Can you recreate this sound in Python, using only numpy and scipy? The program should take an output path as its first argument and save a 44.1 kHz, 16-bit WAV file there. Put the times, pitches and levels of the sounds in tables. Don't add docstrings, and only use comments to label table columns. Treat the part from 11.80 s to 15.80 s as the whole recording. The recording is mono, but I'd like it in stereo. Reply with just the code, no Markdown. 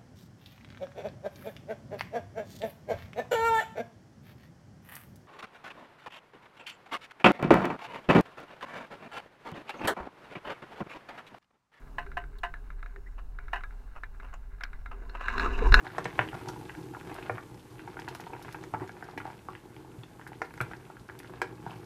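import sys
import numpy as np
from scipy import signal
from scipy.fft import rfft, irfft, next_fast_len
from scipy.io import wavfile
from scipy.ndimage import uniform_filter1d

SR = 44100
rng = np.random.default_rng(int(sys.argv[2]) if len(sys.argv) > 2 else 0)


def store_pcm(level_fs):
    pcm = np.round(np.clip(level_fs, -1, 1) * 32767).astype(np.int16)
    wavfile.write(sys.argv[1], SR, np.atleast_2d(pcm).T)


N = 176400

# start_s, level_db
KNOCKS = [(0.182, -28.5), (0.3689, -28.5), (0.6332, -28), (.648, -35.5), (1.7319, -25), (1.7569, -32.5)]
# start_s, level_db, pitch_hz
TICKS = [(0.263, -41, 1520), (.316, -40, 1420), (0.438, -43.5, 1460), (.7385, -31, 1780),
         (0.9022, -39, 1350), (1.0274, -35.5, 1313), (1.0596, -37, 1634), (1.1603, -39.5, 1805),
         (1.5865, -35, 1480), (1.6808, -38, 1330), (1.8063, -42, 1340), (1.8355, -30.5, 1647),
         (1.907, -47.5, 1350), (2.2338, -30, 1780), (2.3992, -40.5, 1175), (2.8078, -30.5, 1285),
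         (2.93, -39.5, 1426), (3.0586, -34, 1375), (3.4817, -20, 1635), (3.7886, -28, 1706)]
# start_s, level_db, brightness_db
CLACKS = [(3.294, -43, 2), (3.498, -29.5, -7), (3.579, -24.5, 0.5), (3.5947, -19.5, -0.5),
          (3.9204, -18, -1.5), (3.9401, -4.5, 2), (3.948, -11, -7), (3.9667, -20, -32), (3.99, -13, -31)]
# start_s, level_db, pitch_hz
PINGS = [(0.585, -52, 3900), (2.539, -54.5, 6900)]
# pitch_hz, gain_db, t60_s
TUBE_MODES = [(388, -17, .2), (707, 0, .15), (824, -7, .12), (922, -5, .1), (1024, 1, .12),
              (1245, -10, .13), (1410, -8, .09), (1553, -6, .25), (1668, -3, .06), (1730, 1, .09),
              (1962, -3, .08), (2790, -12, .1)]
FITTING_MODES = [(1490, -4, .08), (1665, 0, .08), (4210, -12, .08)]
# freq_hz, gain_db
KNOCK_EQ = [(150, -30), (500, -17), (720, -3), (1030, -1), (1280, -6), (1730, 0), (2020, -4), (2300, -18),
            (2520, -8), (2900, -7.5), (3350, -29), (3800, -21), (4600, -33), (15000, -46)]
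TICK_EQ = [(200, -21), (900, -12.5), (1100, -5.5), (1350, 2), (1650, 4), (1840, -9.5), (2050, -2),
           (2280, -6.5), (2600, -17.5), (3250, -29), (3850, -17.5), (4500, -34), (15000, -47)]
CLACK_EQ = [(200, -27), (700, -18), (930, -7.5), (1400, 2), (1620, 6), (1900, -4.5), (2450, -14.5),
            (2790, -5), (3150, -32), (3600, -12), (4100, -4.5), (4450, -22.5), (5400, -17.5), (5850, -36),
            (6300, -27.5), (7800, -39.5), (15000, -44)]
SNAP_EQ = [(400, -32), (1150, -15), (1570, 2), (1870, -11), (2500, -10), (2750, -20), (3120, -10),
           (3450, -25), (5500, -15), (5900, -27), (9000, -42)]

# time_s, rumble_db, rattle_db, grass_db
ROLL_LEVELS = [(2.9, -110, -110, -120), (3.1, -59, -78, -100), (3.3, -54.5, -63.5, -85.5),
               (3.46, -59, -40, -73), (3.56, -44, -41, -66), (3.62, -38, -32, -60),
               (3.69, -38.5, -41, -66.5), (3.76, -44, -44, -62.5), (3.86, -34, -40.5, -62),
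               (3.91, -41, -45, -65.5), (4, -29.5, -28, -51.5)]
# pitch_hz, width_hz, gain_db
FRAME_RESONANCES = [(85, 12, 0), (248, 22, -2), (386, 18, 2), (942, 30, 0), (1046, 32, 0), (1178, 38, -1),
                    (1695, 45, -3)]
HUM_RESONANCES = [(83.8, 6.8, 3.5), (143, 7.2, 3), (267, 77, -10), (394, 21, -4)]
# start_s, decay_s, level_db
SCRAPES = [(1.378, 0.028, -48.5), (2.153, 0.033, -46.5), (2.421, 0.055, -49.5), (2.528, 0.025, -44),
           (3.111, 0.029, -44), (3.343, 0.025, -40), (3.404, 0.026, -37.5)]
# start_s, nominal_length_s, level_db, pitch_hz
BUMPS_AND_GROANS = [(0.25, 0.062, -53.5, 405), (1.156, 0.043, -51, 394), (1.26, 0.025, -50, 1950),
                    (3.529, 0.05, -34.5, 1076), (3.624, 0.041, -32, 1083), (3.645, 0.034, -27, 1254),
                    (3.656, 0.03, -33, 369), (3.72, 0.051, -40.5, 2740), (3.815, 0.022, -28, 419),
                    (3.845, 0.039, -28.5, 934)]
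# freq_hz, gain_db
ROLL_EQ = [(60, -14.5), (150, -4.5), (245, 3), (320, -6), (410, 6), (600, -11), (710, 3.5), (775, -7.5),
           (930, 1), (1700, 4.5), (1900, -10.5), (2780, -1.5), (3200, -26.5), (3900, -8), (4400, -32),
           (7000, -28), (15000, -62)]
SHUDDER_EQ = [(8, -8), (22, -13), (30, -2), (36, 0), (48, -7), (60, -25), (84, -24), (180, -50),
              (1500, -140)]
SCRAPE_EQ = [(200, -17.5), (500, -4), (1250, 5), (2300, -12), (2780, -5), (3300, -25), (15000, -47.5)]
GRASS_EQ = [(2500, -25), (4800, 1.5), (7200, -2), (8500, -11), (15000, -15)]
BREEZE_EQ = [(35, -24.5), (60, -10), (170, -26), (250, -16), (327, -33.5), (394, -31), (850, -22.5),
             (1700, -32), (2050, -52), (2750, -34), (3250, -47.5), (3950, -42), (4500, -45.5),
             (15500, -53.5)]
# time_s, level_db
SHUDDER_LEVEL = [(0, -47.5), (.36, -40), (.87, -41.5), (.98, -36.5), (1.18, -42.5), (1.38, -38.5),
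                 (1.85, -39), (2.15, -42.5), (3.4, -39), (3.83, -25.5), (3.915, -13), (4, -19)]
BREEZE_LEVEL = [(0, -53), (.35, -54), (.85, -56.5), (1.8, -54), (2.05, -56), (3.25, -53)]
HUM_LEVEL = [(0, -55.5), (.33, -54), (.6, -59), (1.15, -60.5), (2.1, -63.5)]

HIT_SAMPLES = SR // 3


def frame_knocks(tube_db=1.5, chatter_db=-8):
    out = np.zeros(N)
    for start_s, level_db in KNOCKS:
        blow = contact(KNOCK_EQ, attack_s=.0022, t60_s=.07, tail_db=-33.5, tail_t60_s=.26)
        tube = undb(tube_db) * ring(TUBE_MODES)
        joint = undb(chatter_db) * chatter(KNOCK_EQ)
        add(out, start_s, undb(level_db) * (blow + tube + joint))
    return out


def rigging_ticks(note_db=-4.5, note_t60_s=.045, body_db=-16):
    out = np.zeros(N)
    for start_s, level_db, pitch_hz in TICKS:
        tap = contact(TICK_EQ, attack_s=.0014, t60_s=.015, tail_db=-7, tail_t60_s=.11)
        note = undb(note_db) * ring([(pitch_hz, 0, note_t60_s)])
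        body = undb(body_db) * (ring(TUBE_MODES) + .5 * chatter(TICK_EQ))
        add(out, start_s, undb(level_db) * (tap + note + body))
    return out


def buckle_snap(start_s=2.8345, level_db=-24):
    out = np.zeros(N)
    crack = contact(SNAP_EQ, attack_s=.0023, t60_s=.025, tail_db=-30, tail_t60_s=.05)
    metal = undb(-16) * (ring(FITTING_MODES) + chatter(TICK_EQ))
    add(out, start_s, undb(level_db) * (crack + metal))
    return out


def fitting_clacks(crossover_hz=2480):
    out = np.zeros(N)
    for start_s, level_db, brightness_db in CLACKS:
        blow = contact(CLACK_EQ, attack_s=.00243, t60_s=.0194, tail_db=-22, tail_t60_s=.081)
        metal = undb(-8.5) * ring(FITTING_MODES)
        body, treble = split(blow + metal, crossover_hz)
        add(out, start_s, undb(level_db) * (body + undb(brightness_db) * treble))
    return out


def clip_pings():
    out = np.zeros(N)
    for start_s, level_db, pitch_hz in PINGS:
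        eq = [(pitch_hz * .57, -28), (pitch_hz, 0), (pitch_hz * 1.35, -21)]
        ping = contact(eq, attack_s=.00032, t60_s=.037, tail_db=-19, tail_t60_s=.21)
        add(out, start_s, undb(level_db) * ping)
    return out


def contact(eq, attack_s, t60_s, tail_db, tail_t60_s):
    t = np.arange(HIT_SAMPLES) / SR
    decay = undb(-60 * np.maximum(t - attack_s, 0) / t60_s)
    tail = undb(tail_db - 60 * t / tail_t60_s)
    envelope = np.minimum(t / attack_s, 1) * (decay + tail)
    burst = rng.standard_normal(len(t)) * envelope
    for _ in range(4):
        flat = irfft(np.exp(1j * np.angle(rfft(burst))), len(t))
        burst = flat * envelope / np.sqrt(uniform_filter1d(flat ** 2, 90) + 1e-14)
    burst = equalise(burst, eq)
    return burst / np.sqrt(2 * np.max(uniform_filter1d(burst ** 2, 60)))


def ring(modes, scatter_db=2.5, detune=.006, attack_s=.002):
    t = np.arange(HIT_SAMPLES) / SR
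    gains = undb(np.array(modes)[:, 1] + scatter_db * rng.standard_normal(len(modes)))
    tone = np.zeros(len(t))
    for gain, (pitch_hz, _, t60_s) in zip(gains, modes):
        cycles = pitch_hz * rng.normal(1, detune) * t + rng.random()
        tone += gain * undb(-60 * t / t60_s) * np.sin(2 * np.pi * cycles)
    return tone * np.minimum(t / attack_s, 1) / np.sqrt(np.sum(gains ** 2))


def chatter(eq, t60_s=.14):
    t = np.arange(HIT_SAMPLES) / SR
    bounces = grains(rate_hz=410, spread_db=-.5)[:len(t)]
    return unit(equalise(bounces, eq)) * undb(-60 * t / t60_s)


def cart_roll(crossover_hz=770):
    jolts = grains(rate_hz=450, spread_db=2) * undb(1.54 * drift(35))
    wheels = unit(equalise(jolts, ROLL_EQ))
    frame = undb(-2.5) * unit(resonate(grains(rate_hz=500, spread_db=1.5), FRAME_RESONANCES))
    loose_tubes = undb(-4) * jingle(rate_hz=61)
    rumble, rattle = split(wheels + frame + loose_tubes, crossover_hz)
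    return unit(rumble) * fader(ROLL_LEVELS, column=1) + unit(rattle) * fader(ROLL_LEVELS, column=2)


def jingle(rate_hz):
    blows = grains(rate_hz, spread_db=2)
    return unit(signal.fftconvolve(blows, ring(TUBE_MODES[4:] + FITTING_MODES))[:N])


def wing_shudder():
    sway = signal.hilbert(equalise(rng.standard_normal(N), SHUDDER_EQ))
    envelope = np.sqrt(uniform_filter1d(np.abs(sway) ** 2, size=3000))
    return unit(sway.real / envelope) * fader(SHUDDER_LEVEL)


def strap_scrapes(attack_s=.0054):
    t, out = np.arange(N) / SR, np.zeros(N)
    slips = unit(equalise(grains(rate_hz=2000, spread_db=4.5), SCRAPE_EQ))
    for start_s, decay_s, level_db in SCRAPES:
        age = np.maximum(t - start_s, 0)
        envelope = np.minimum(age / attack_s, 1) * np.exp(-(age / decay_s) ** 2)
        out += undb(level_db) * slips * envelope
    return out


def bumps_and_groans():
    out = np.zeros(N)
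    for start_s, length_s, level_db, pitch_hz in BUMPS_AND_GROANS:
        swell = np.sin(np.linspace(0, np.pi, int(length_s * SR * 1.05)))
        jitter_hz = 2.6 * np.sqrt(pitch_hz) * drift(600)[:len(swell)]
        add(out, start_s, undb(level_db) * swell * sine(pitch_hz + jitter_hz))
    return out


def grass_swish(flicker_db=4):
    swish = unit(equalise(rng.standard_normal(N), GRASS_EQ))
    return swish * undb(flicker_db * drift(55)) * fader(ROLL_LEVELS, column=3)


def sail_breeze(rustle_db=-7, flicker_db=4.5):
    air = unit(equalise(rng.standard_normal(N), BREEZE_EQ)) * undb(2.2 * drift(6.9) - 7)
    creases = unit(equalise(grains(rate_hz=470, spread_db=3), TICK_EQ))
    rustle = creases + .5 * jingle(rate_hz=160)
    clusters = undb(rustle_db + flicker_db * (np.minimum(drift(25.97), 2) - 1.5))
    return (air + rustle * clusters) * fader(BREEZE_LEVEL)


def tube_hum():
    return unit(resonate(rng.standard_normal(N), HUM_RESONANCES)) * fader(HUM_LEVEL)


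def hiss(level_db=-79):
    return undb(level_db) * rng.standard_normal(N)


def insects(pitches_hz=(5450, 6720, 7750), level_db=-85):
    chirps = sum(np.clip(drift(13), 0, 1) * sine(hz + 90 * drift(600)) for hz in pitches_hz)
    return undb(level_db) * chirps


def grains(rate_hz, spread_db):
    size = undb(spread_db * np.minimum(rng.exponential(size=N), 4))
    return unit((rng.random(N) < rate_hz / SR) * size * rng.choice([-1, 1], N))


def drift(rate_hz):
    steps = rng.standard_normal(N)
    return 1.2 * np.interp(np.arange(N) * rate_hz / SR, np.arange(N), steps)


def sine(pitch_hz):
    return np.sin(2 * np.pi * np.cumsum(pitch_hz) / SR)


def equalise(x, eq):
    n = next_fast_len(len(x)) * 2
    freq_hz, gain_db = np.array(eq).T
    bins_hz = np.fft.rfftfreq(n, 1 / SR)
    gain = undb(np.interp(np.log(bins_hz + 1), np.log(freq_hz), gain_db))
    cepstrum = irfft(np.log(gain))
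    cepstrum[1:n // 2] *= 2
    cepstrum[n // 2 + 1:] = 0
    return irfft(rfft(x, n) * np.exp(rfft(cepstrum)))[:len(x)]


def resonate(x, peaks):
    f = np.fft.rfftfreq(N, 1 / SR) + .01
    response = sum(undb(db) / (1 + .5j * (f * f - hz * hz) / (f * width)) ** 2 for hz, width, db in peaks)
    return irfft(rfft(x) * response, N)


def split(x, crossover_hz):
    low = signal.sosfiltfilt(signal.butter(3, crossover_hz, fs=SR, output="sos"), x)
    return low, x - low


def fader(rows, column=1):
    rows = np.array(rows)
    return undb(np.interp(np.arange(N) / SR, rows[:, 0], rows[:, column]))


def add(out, start_s, x):
    i = max(int(start_s * SR), 0)
    out[i:i + len(x)] += x[:max(N - i, 0)]


def undb(db):
    return 10 ** (np.asarray(db) / 20)


def unit(x):
    return x / np.sqrt(np.mean(x ** 2))


def scene():
    hits = frame_knocks() + rigging_ticks() + buckle_snap() + fitting_clacks() + clip_pings()
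    frame_noises = strap_scrapes() + bumps_and_groans()
    motion = cart_roll() + grass_swish() + wing_shudder()
    ambience = sail_breeze() + tube_hum() + hiss() + insects()
    mix = hits + frame_noises + motion + ambience
    return np.array([mix, mix])


def record(dry, cutoff_hz=15800):
    lowpass = signal.ellip(8, .2, 70, cutoff_hz, fs=SR, output="sos")
    return signal.sosfilt(lowpass, np.clip(dry, -1, 1))


dry = scene()
out = record(dry)
store_pcm(out)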